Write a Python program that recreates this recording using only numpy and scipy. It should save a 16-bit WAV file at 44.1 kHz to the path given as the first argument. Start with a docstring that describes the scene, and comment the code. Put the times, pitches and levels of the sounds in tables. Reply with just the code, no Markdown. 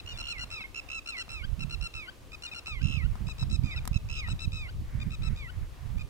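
"""On a pond, wigeon drakes whistle: their notes start as a stutter of reedy pulses, then hold as a pip
or slide down and flick up. A leader and a companion trade calls, the companion with runs of pips.
Each whistle is a sine at twice the pitch plus other harmonics, most of them weaker; ripples and the bank
send back faint copies. Shaped noise makes the open air, ripples, wind and soft hiss. Gusts buffet the right
one of a camera's two microphone ports, and its body ticks now and then with a snap, a ring and a thump."""
import sys
import numpy as np
from scipy import signal
from scipy.fft import rfft, irfft, next_fast_len
from scipy.io import wavfile
from scipy.ndimage import map_coordinates

SR = 44100
rng = np.random.default_rng(int(sys.argv[2]) if len(sys.argv) > 2 else 0)


def materialize(psi):
    """Save the field psi as 16-bit PCM at rate SR to the path in sys.argv[1].

    A 1-D psi becomes a single channel; in a 2-D psi each row is a channel.
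    """
    bounded = np.clip(np.atleast_2d(psi).T, -1, 1)
    quanta = np.round(bounded * 32767).astype(np.int16)
    wavfile.write(sys.argv[1], SR, quanta)


N = 268701  # length in samples


def amp(db):
    """Turn decibels into a gain."""
    return 10 ** (np.asarray(db) / 20)


def unit(x):
    """Scale a sound to rms 1."""
    return x / np.sqrt(np.mean(x ** 2) + 1e-20)


def along(points, hz, axis=1):
    """Read one column of a frequency table, with frequency spaced by ratio as the ear does."""
    table = np.transpose(points)
    return np.interp(np.log(hz + 1), np.log(table[0]), table[axis])


def curve(rows):
    """Join the points of a time table with straight lines, one value per sample."""
    return np.interp(np.arange(N) / SR, *np.transpose(rows))


def clock(length):
    """Sample times of a short sound, in seconds."""
    return np.arange(max(int(length * SR), 8)) / SR


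def wobble(rate, size=N):
    """A smooth random curve with `rate` random points a second."""
    points = rng.standard_normal(int(N * rate / SR) + 4)
    return map_coordinates(points, [np.arange(size) * rate / SR])


def add(track, s, x):
    """Mix x into the track at time s."""
    start = max(round(s * SR), 0)
    part = x[..., :N - start]
    track[..., start:start + part.shape[-1]] += part


def filtered(x, response):
    """Change the strength and timing of each frequency in x by a given response."""
    m = next_fast_len(N + SR // 4)  # room for late sound
    return irfft(rfft(x, m) * response(np.fft.rfftfreq(m, 1 / SR)), m)[..., :N]


def sides(pan_db):
    """Left and right gains that keep the total power the same; positive dB favours the left."""
    g = amp(np.array([pan_db, -pan_db]) / 2).reshape(2, -1)
    return g / np.sqrt(np.mean(g ** 2, axis=0))


def rush(spectrum, alike):
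    """Coloured stereo noise of rms 1: a shared part plus a part that is opposite on the two sides."""
    def weights(hz):
        turn = np.arccos(np.clip(along(alike, hz), -1, 1)) / 2
        return amp(along(spectrum, hz)) * [np.cos(turn), np.sin(turn)]
    mid, side = filtered(rng.standard_normal((2, N)), weights)
    return unit(np.array([mid + side, mid - side]))


def fade(t, attack, release):
    """Straight-line rise and fall at the ends of a note, given in seconds."""
    return np.clip(t / attack, 0, 1) * np.clip((t[-1] - t) / release, 0, 1)


def reed(t, pitch, opening, overtones, overtone_db, dulling_db=0, chirp=0, jitter=0.0096, shimmer_db=2.5):
    """A whistle on the second harmonic; the others need a wider opening and flutter each in its own way."""
    phase = 2 * np.pi * np.cumsum(pitch * (1 + jitter * wobble(542, len(t)))) / SR
    bend = 2 * np.pi * np.cumsum(pitch * chirp) / SR
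    whistle_level = amp(shimmer_db / 2 * wobble(140.5, len(t)))
    tone = opening * np.sin(2 * (phase + bend)) * whistle_level
    for k, db in overtones:
        k = round(k)
        if k > 1:
            level = db + overtone_db - dulling_db * np.log2(k / 2)
        else:
            level = db + overtone_db * 0.12  # the fundamental barely follows the overtones
        flutter = shimmer_db * wobble(152.5, len(t))
        tone += amp(level + flutter) * opening ** 2 * np.sin(k * phase)
    return np.sqrt(2) * tone


# How the two ports hear each bird: f/Hz, left-right level/dB, phase by which left leads/radians
COMPANION_AT_PORTS = [(1260, 10, -1.5), (2200, -4.5, -2), (2500, 1, -1.73), (2600, 3, -2), (3860, 6, -3),
                      (5490, -7.5, -5.5), (6840, -3, -8.5), (7500, -6, -5)]
LEADER_AT_PORTS = [(1340, 15, -1.5), (1800, 2, -2.5), (2160, -5.5, -1.5), (2710, -9, -5), (2800, 3, -4.5),
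                   (4320, 0.5, -2), (5150, -12, -5), (6200, -4, -5), (8150, -5, -4.5)]


def at_ports(x, ports):
    """The camera body shades and delays each frequency differently for the two ports."""
    def response(hz):
        lead = along(ports, hz, axis=2)
        return sides(along(ports, hz)) * np.exp(.5j * np.outer([1, -1], lead))
    return filtered(x, response)


# Short smooth whistles (peeps, the end of a pip and the flat end of a slide):
# t/s, length/s, first pitch f/Hz, last pitch f/Hz, level/dB, overtones level/dB
# (as for every whistle here, the sine of the whistle sounds at twice the pitch)
SMOOTH_WHISTLES = [(0, 0.011, 1337, 1250, -44.5, -4.5), (0.108, 0.065, 1250, 1130, -56.5, -1.5),
                   (0.555, 0.036, 1275, 1270, -46, -9), (0.606, 0.03, 1323, 1216, -42, -12.5),
                   (0.639, 0.025, 1072, 1090, -40, -23), (2.465, 0.032, 1240, 1220, -50, -2.5),
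                   (2.514, 0.03, 1310, 1170, -42, -11), (3.709, 0.035, 1260, 1236, -47, -4),
                   (3.761, 0.035, 1330, 1136, -43, -6.5)]


def smooth_whistles():
    """Short unstuttered whistles whose pitch slides, most of them downward and faster toward the end."""
    overtones = [(1, -16.5), (3, 4), (4, -4.5), (5, -18.5), (6, -15)]  # multiple of the pitch, level/dB
    out = np.zeros(N)
    for s, length, from_hz, to_hz, db, overtone_db in SMOOTH_WHISTLES:
        t = clock(length)
        pitch = from_hz + (to_hz - from_hz) * (t / t[-1]) ** 2
        whistle = reed(t, pitch, fade(t, 0.0011, 0.0051), overtones, overtone_db)
        add(out, s, amp(db) * whistle)
    return at_ports(out, COMPANION_AT_PORTS)


# Wash of ripples on the shore, before its gain and wobble: t/s, level/dB
RIPPLE_WASH = [(0.0, -65), (0.42, -62), (0.63, -65.5), (3.02, -64.5), (3.12, -63), (5.21, -66.5),
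               (6.09, -63.5)]
# Colour of the ripple noise: f/Hz, relative level/dB
RIPPLE_COLOUR = [(300, -19), (700, 1.5), (1100, -0.5), (1600, -2.5), (2100, -3), (3000, -11), (9000, -25.5)]
# Colour of the open-air noise: f/Hz, relative level/dB
AIR_COLOUR = [(180, -3), (300, 0), (378, -1.5), (418, -3.5), (519, -3), (825, -13), (1230, -7), (1310, -25),
              (1450, -28), (2090, -23), (2420, -13), (2910, -13), (15800, -26.5)]
# How alike the air sounds on the two sides: f/Hz, likeness (1 = the same)
AIR_LIKENESS = [(60, 0.28), (180, 0.64), (550, 0.39), (1650, 0.12), (4970, 0.52), (15000, 0.4)]


def pond(air_db=-57, wash_db=3):
    """Nearly steady open-air noise and the uneven wash of ripples."""
    wash_level = amp(curve(RIPPLE_WASH) + wash_db + 2.4 * wobble(12))
    wash = wash_level * rush(RIPPLE_COLOUR, [(1000, 0.39)])
    air_level = amp(air_db + 0.17 * wobble(3.08))
    return air_level * rush(AIR_COLOUR, AIR_LIKENESS) + wash


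# Light breeze across both ports: t/s, level/dB
BREEZE_LEVEL = [(0, -48.5), (.8, -52), (2.6, -53), (2.85, -44), (3.45, -37.5), (4.2, -37.5), (5.55, -41),
                (5.9, -44.5)]
# Gusts at the right port, before their gains: t/s, length/s, buffet level/dB,
# upper flutter level/dB relative to the buffet
RIGHT_GUSTS = [(0.054, 0.44, -43.5, -18), (1.315, 0.075, -38, -27), (1.418, 0.12, -29.5, -17),
               (1.586, 0.12, -35.5, -5.5), (1.73, 0.11, -28.5, -15.5), (1.95, 0.047, -40, -25),
               (2.726, 0.067, -31, -16), (2.836, 0.06, -25, -0.5), (2.941, 0.18, -26.5, -12.5),
               (3.204, 0.071, -32.5, -5), (3.427, 0.25, -29.5, -3.5), (3.762, 0.055, -27, -16.5),
               (3.894, 0.082, -31, -10), (4.05, 0.066, -35, -10), (4.28, 0.072, -29.5, -6),
               (4.455, 0.106, -31, -7.5), (4.615, 0.053, -38.5, -9.5), (4.744, 0.071, -37.5, 0.5),
               (4.942, 0.18, -31, -4), (5.201, .13, -28, -4), (5.568, 0.065, -29, -13.5),
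               (5.818, .23, -31, -10)]
# Colour of the low buffeting: f/Hz, relative level/dB
BUFFET_COLOUR = [(8, -14), (22, -1), (50, 0), (90, -4.5), (130, -11), (190, -27.5), (400, -72.5)]
# Colour of the higher flutter: f/Hz, relative level/dB
FLUTTER_COLOUR = [(70, -6.5), (130, -2), (190, -8.5), (260, -17.5), (400, -33), (900, -76), (3000, -95)]
# Single eddies striking the right port: t/s, peak level/dB
RIGHT_EDDIES = [(1.45, -24.5), (1.648, -21), (2.841, -19), (2.856, -12.5), (2.882, -22), (2.905, -20),
                (2.975, -17), (3.106, -27), (3.594, -14.5), (3.916, -15.5), (3.964, -12), (4.478, -16),
                (4.952, -20.5)]
GUST_RISE_S, GUST_FALL_S = 0.015, 0.018  # time constants of a gust's edges


def wind(buffet_db=0.86, flutter_db=3, breeze_db=0, breeze_flutter_db=-14, breeze_pan_db=4,
         lump_db=5.0, eddy_s=0.0019):
    """A breeze on both ports and gusts on the right one, in lumps, with single eddies that push then pull."""
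    t = np.arange(N) / SR
    low = amp(curve(BREEZE_LEVEL) + breeze_db) * sides(breeze_pan_db)
    high = amp(breeze_flutter_db) * low
    for s, length, db, upper_db in RIGHT_GUSTS:
        before = np.minimum(t - s, 0) / GUST_RISE_S
        after = np.maximum(t - s - length, 0) / GUST_FALL_S
        gust = amp(db) * np.exp(before - after)
        # gust and breeze powers add up
        low[1] = np.hypot(low[1], amp(buffet_db) * gust)
        high[1] = np.hypot(high[1], amp(flutter_db + upper_db) * gust)
    lumps = amp(lump_db * np.array([wobble(28), wobble(28)]))
    buffet = unit(np.sqrt(lumps) * rush(BUFFET_COLOUR, [(50, 0.26)]))
    flutter = unit(lumps * rush(FLUTTER_COLOUR, [(150, 0.029)]))
    out = low * buffet + high * flutter
    u = (clock(.04) - .02) / eddy_s  # time from the middle of an eddy, in eddy widths
    push_pull = -1.6 * u * np.exp(-u ** 2 / 2)
    for s, db in RIGHT_EDDIES:
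        add(out[1], s - .02, amp(db) * push_pull)
    return out


def stutter(t, rate, length, shut, edge=0.00096, lead=0.0025, closing=1.1):
    """The syrinx (voice organ) opens in pulses whose gaps shrink to nothing; returns opening and pulse kicks."""
    count, phase = np.divmod((t + lead) * rate, 1)
    gap = (1 - np.clip(count / rate / length, 0, 1) ** closing) * shut
    opening = np.clip(np.minimum(phase, 1 - gap - phase) / rate / edge, 0, 1)
    depth = np.clip((length - t) * rate, 0, 1)
    kick = depth * np.exp(-phase / rate / 0.0012)
    return 1 - depth * (1 - opening), kick


def note(t, pitch, rate, length, overtones, overtone_db, dulling_db, chirp, shut,
         rasp=7, rasp_hz=3150, build=0.0478):
    """A stuttered note: as pressure builds in a long trill, each pulse kicks the whistle sharp with a rasp of air."""
    opening, kick = stutter(t, rate, length, shut)
    opening = opening * fade(t, .0007, 0.0035)
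    pitch = pitch * (1 - 0.0696 * np.exp(-t / 0.00838))  # starts a little flat
    swell = amp(-5 * np.exp(-t / 0.0056))  # and a little soft
    force = chirp * np.tanh(t / build) * np.tanh((length / 0.1203) ** 2)
    sharp = force * kick * amp(3.02 * wobble(69.0, len(t)))
    rasp_tone = wobble(900, len(t)) * np.sin(2 * np.pi * rasp_hz * t)
    air = rasp * force * np.sqrt(kick) * opening * rasp_tone
    return swell * (reed(t, pitch, opening, overtones, overtone_db, dulling_db, sharp) + air)


# Pips of each bird: t/s, length/s, pitch f/Hz (before it bends at the ends), level/dB before the bird's
# pip gain, overtones level/dB
BIRD_PIPS = {"leader": [(.061, .073, 1451, -42.5, -9.5), (.745, 0.059, 1365, -38, -10),
             (.888, .11, 1326, -38, -9.5), (3.93, 0.05, 1324, -41.5, -6.5)],
             "companion": [(.173, 0.047, 1405, -43.5, -4), (.272, 0.061, 1403, -43.5, -3.5),
             (.381, 0.066, 1418, -42, -7), (1.06, 0.05, 1396, -40, -8.5), (1.167, .062, 1394, -41.5, -6.5),
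             (1.593, 0.049, 1379, -42, -10), (1.696, 0.057, 1392, -42.5, -8.5),
             (1.811, 0.066, 1390, -40, -9.5), (2.318, 0.038, 1304, -46, -9.5),
             (2.422, .049, 1427, -43.5, -5), (2.533, 0.066, 1400, -45, -6.5),
             (3.268, 0.058, 1312, -48, -4.5), (3.382, 0.059, 1325, -51.5, 1), (3.498, .069, 1327, -49.5, 1),
             (4.161, 0.0492, 1284, -45.5, -2.5), (4.274, .058, 1318, -49, -1),
             (4.391, 0.067, 1332, -47, -2), (5.0, 0.036, 1246, -47, -7.5), (5.105, .052, 1313, -48.5, -6),
             (5.22, 0.07, 1320, -49, -4.5), (5.981, 0.047, 1253, -49.5, -10)]}
# Slides of each bird: t/s, length/s, starting pitch f/Hz, stutter pulses per s, level/dB before the bird's
# slide gain, overtones level/dB, middle of the fall after the start t/s, swell during the fall level/dB,
# closing flick level/dB
BIRD_SLIDES = {"leader": [(.199, .21, 1401, 70.5, -41.5, -11, .147, -2.5, -55),
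               (1.073, 0.13, 1398, 60, -42, -2.5, .068, 1.5, -48),
               (2.816, .229, 1326, 72.6, -41, -8.5, .18, -5, -51.5),
               (4.087, .198, 1318, 74, -42, -6, 0.14, -1.5, -49.5)],
               "companion": [(.503, .12, 1374, 88, -41, -4.5, 0.091, -7.5, -64),
               (1.291, .14, 1370, 75, -41.5, -7.5, 0.11, -9, -45.5),
               (1.939, .137, 1361, 79, -40.5, -8.5, 0.093, -12.5, -47),
               (2.659, .142, 1366, 85, -39, -5.5, .085, -10, -53.5),
               (3.635, .122, 1261, 85, -48, -3.5, .094, 7, -52),
               (4.519, 0.16, 1304, 78, -46.5, -3.5, .133, 1.5, -52.5),
               (5.361, 0.12, 1280, 73, -53.5, 1, 0.077, 11, -51)]}
# Opening stutter of each bird: pulses per s in a pip, longest stutter of a pip/s,
# stuttered share of a slide's time before the middle of its fall
BIRD_STUTTER = {"leader": (68, 0.075, 0.93), "companion": (68.5, 0.042, 0.45)}
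PIP_STUTTER_SHARE = 0.82  # a short pip stutters for this much of its length
# Fall of a slide: low pitch over starting pitch, fall time/s
SLIDE_FALL = {"leader": (.695, .016), "companion": (.69, .025)}
# Where each bird sits as it swims and the camera follows, before the slide offset: t/s, left-right level/dB
BIRD_BEARING = {"leader": [(.2, -1.5), (.8, 1), (1.1, 7.5), (2.8, 2.5)], "companion": [(.3, -1), (1.7, -3),
                (2.5, -.5), (3.5, -2), (4.4, 2), (5.2, 3), (6, -0.5)]}
# Harmonics of each bird, before the overtone level: multiple of the pitch, level/dB
COMPANION_OVERTONES = [(1, -9), (3, 3), (4, -4.5), (5, -11), (6, -9.5), (7, -14), (8, -21.5), (9, -23),
                       (11, -48)]
LEADER_OVERTONES = [(1, -15.5), (3, -4.5), (4, -5), (5, -10.5), (6, -14), (7, -19)]
# How the throat passes sound: f/Hz, level/dB
THROAT_COLOUR = [(900, -10), (1400, -1), (3000, -1), (3400, -4.5), (4000, -0.5), (5200, 0.5), (8100, -1),
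                 (8800, -12.5), (9700, -8.5), (15000, -9)]


def drake(bird, overtones, ports, chirp, shut, pip_db, slide_db, dulling_db, purity_db, sag_db, slide_pan_db):
    """One bird's pips and slides, made by its syrinx and coloured by its throat, as the two ports hear them."""
    out = np.zeros((2, N))
    pip_rate, pip_stutter_s, slide_share = BIRD_STUTTER[bird]
    low_ratio, fall = SLIDE_FALL[bird]
    bearing = np.transpose(BIRD_BEARING[bird])
    for s, length, hz, db, overtone_db in BIRD_PIPS[bird]:
        t = clock(length)
        pitch = hz * (1 - 0.081 * np.exp((t - t[-1]) / 0.00827))  # pitch sags as the pressure ends
        stutter_s = min(pip_stutter_s, PIP_STUTTER_SHARE * length)
        tone = note(t, pitch, pip_rate, stutter_s, overtones, overtone_db, 0, chirp, shut)
        add(out, s, amp(db + pip_db) * sides(np.interp(s, *bearing)) * tone)
    for s, length, hz, rate, db, overtone_db, middle, swell_db, _ in BIRD_SLIDES[bird]:
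        t = clock(length)
        # a slacker membrane is lower and purer, and finally softer
        fallen = (1 + np.tanh((t - middle) / fall / 2)) / 2
        pitch = hz * (1 - (1 - low_ratio) * fallen)
        purer_db = overtone_db - (swell_db + purity_db) * fallen
        duller_db = dulling_db * np.tanh(3 * fallen)
        tone = note(t, pitch, rate, slide_share * middle, overtones, purer_db, duller_db, chirp, shut)
        level = amp(db + slide_db + swell_db * fallen - sag_db * fallen ** 4)
        pan_db = (np.interp(s, *bearing) + slide_pan_db) * (1 - fallen)
        add(out, s, level * sides(pan_db) * tone)
    return at_ports(filtered(out, lambda hz: amp(along(THROAT_COLOUR, hz))), ports)


# Rising flick that ends a slide: overlap with the slide/s, length/s, first and last pitch over the slide's
# starting pitch, fundamental level/dB
SLIDE_FLICK = {"leader": (0.06, 0.0861, 0.86, 1.16, -2.5), "companion": (.018, .047, 1.0, 1.221, 1.2)}


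def flicks():
    """A rising whistle with a strong fundamental that closes every slide."""
    out = np.zeros(N)
    for bird, (overlap, length, first, last, fundamental_db) in SLIDE_FLICK.items():
        t = clock(length)
        overtones = [(1, fundamental_db), (3, -9.5)]
        for s, slide_s, hz, *_, db in BIRD_SLIDES[bird]:
            pitch = hz * (first + (last - first) * (t / t[-1]) ** 1.495)
            flick = reed(t, pitch, fade(t, 0.64 * length, 0.0073), overtones, 0, jitter=0.015)
            add(out, s + slide_s - overlap, amp(db) * flick)
    return at_ports(out, COMPANION_AT_PORTS)


def glints(x, db=-14, count=3):
    """Short detours off the moving ripples make each harmonic come and go."""
    paths = np.zeros((2, N))
    for delay in rng.uniform(.001, .005, count):  # seconds
        late = np.pad(x, ((0, 0), (round(delay * SR), 0)))[:, :N]
        paths += late * np.array([wobble(12), wobble(12)])
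    return amp(db) * paths / np.sqrt(count)


def bank(x, delay=0.038, echo_db=-21, tail_db=-21, t60=1.0):
    """One dulled echo from the bank and a thin scatter from the open ground."""
    t = clock(0.39)
    tail = rng.standard_normal((2, len(t))) * amp(-60 * t / t60)
    scatter = signal.fftconvolve(x, tail / np.linalg.norm(tail[0]), axes=1)[:, :N]
    echo = filtered(x, lambda hz: np.exp(-2j * np.pi * hz * delay) / (1 + (hz / 7000) ** 2))
    return amp(echo_db) * echo + amp(tail_db) * scatter


# Ticks of the camera body, before the gains: t/s, knock level/dB, snap level/dB relative to the knock
BODY_TICKS = [(0.219, -46.5, -14), (0.437, -44.5, -16), (0.608, -45.5, -16), (1.281, -46.5, -13),
              (2.534, -49, -10), (2.681, -46, -9), (3.155, -42, -8), (3.288, -42, -16), (3.427, -41.5, -12),
              (3.854, -43, 3.5), (3.876, -34.5, 6), (4.285, -40.5, -14)]
# Ringing tones of the body: f/Hz, level/dB, time to fade by 60 dB/s
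BODY_RING = [(1000, 5.5, 0.012), (1242, -6, 0.038), (775, -11, 0.037)]
# Colour of the snap: f/Hz, level/dB
SNAP_COLOUR = [(600, -8), (2000, 1.5), (5000, 3.5), (12000, 2.5), (14000, -6), (16000, -20)]


def ticks(knock_db=1, snap_db=1, thump_db=2, thump_hz=205, thump_t60=0.039):
    """A bright snap, a brief ring of the plastic body mostly at the left port, and a dull thump at the right."""
    knocks, snaps, t = np.zeros((2, N)), np.zeros((2, N)), clock(.04)
    thump = amp(thump_db - 60 * t / thump_t60) * np.sin(2 * np.pi * thump_hz * t)
    ring = sum(amp(level - 60 * t / t60) * np.sin(2 * np.pi * hz * t) for hz, level, t60 in BODY_RING)
    knock = sides(15) * ring + sides(-13.5) * thump
    for s, db, bright_db in BODY_TICKS:
        add(knocks, s, amp(db + knock_db) * knock)
        snap_level = amp(db + snap_db + bright_db - 60 * t / 0.014)
        add(snaps, s, snap_level * rng.standard_normal((2, len(t))))
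    return knocks + sides(-8) * filtered(snaps, lambda hz: amp(along(SNAP_COLOUR, hz)))


# Soft, narrow swells of hiss: time of the peak t/s, width/s, peak level/dB
HISS_SWELLS = [(4.99, 0.095, -57), (5.3, 0.057, -57.5), (5.54, 0.02, -60), (5.64, 0.017, -60),
               (5.82, 0.017, -64)]
# Colour of the hiss: f/Hz, relative level/dB
HISS_COLOUR = [(900, -11), (1600, -4), (2000, -4), (2250, -1.5), (2700, -38), (5000, -42)]


def swells():
    """A narrow band of noise rises and sinks a few times along bell-shaped curves."""
    t = np.arange(N) / SR
    level = sum(amp(db) * np.exp(-((t - s) / width) ** 2 / 2) for s, width, db in HISS_SWELLS)
    return level * rush(HISS_COLOUR, [(2000, 0.35)])


def scene():
    """Birds, their reflections, the pond, the wind, the ticking camera body and the hiss."""
    leader = drake("leader", LEADER_OVERTONES, LEADER_AT_PORTS, chirp=.35, shut=0.45, pip_db=2.0,
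                   slide_db=2.0, dulling_db=11.5, purity_db=2, sag_db=3, slide_pan_db=-1.5)
    companion = drake("companion", COMPANION_OVERTONES, COMPANION_AT_PORTS, chirp=0.08, shut=0.39, pip_db=2.5,
                      slide_db=2.0, dulling_db=11, purity_db=10.5, sag_db=6, slide_pan_db=-3)
    birds = smooth_whistles() + leader + companion + flicks()
    reflections = glints(birds) + bank(birds)
    return birds + reflections + pond() + wind() + ticks() + swells()


TOP_HZ = 15830  # band limit


def record(dry):
    """The camera keeps nothing from its band limit up, and it blocks steady pressure below about 12 Hz."""
    return filtered(dry, lambda hz: (hz < TOP_HZ) * hz / np.hypot(hz, 12))


dry = scene()
out = record(dry)
materialize(out)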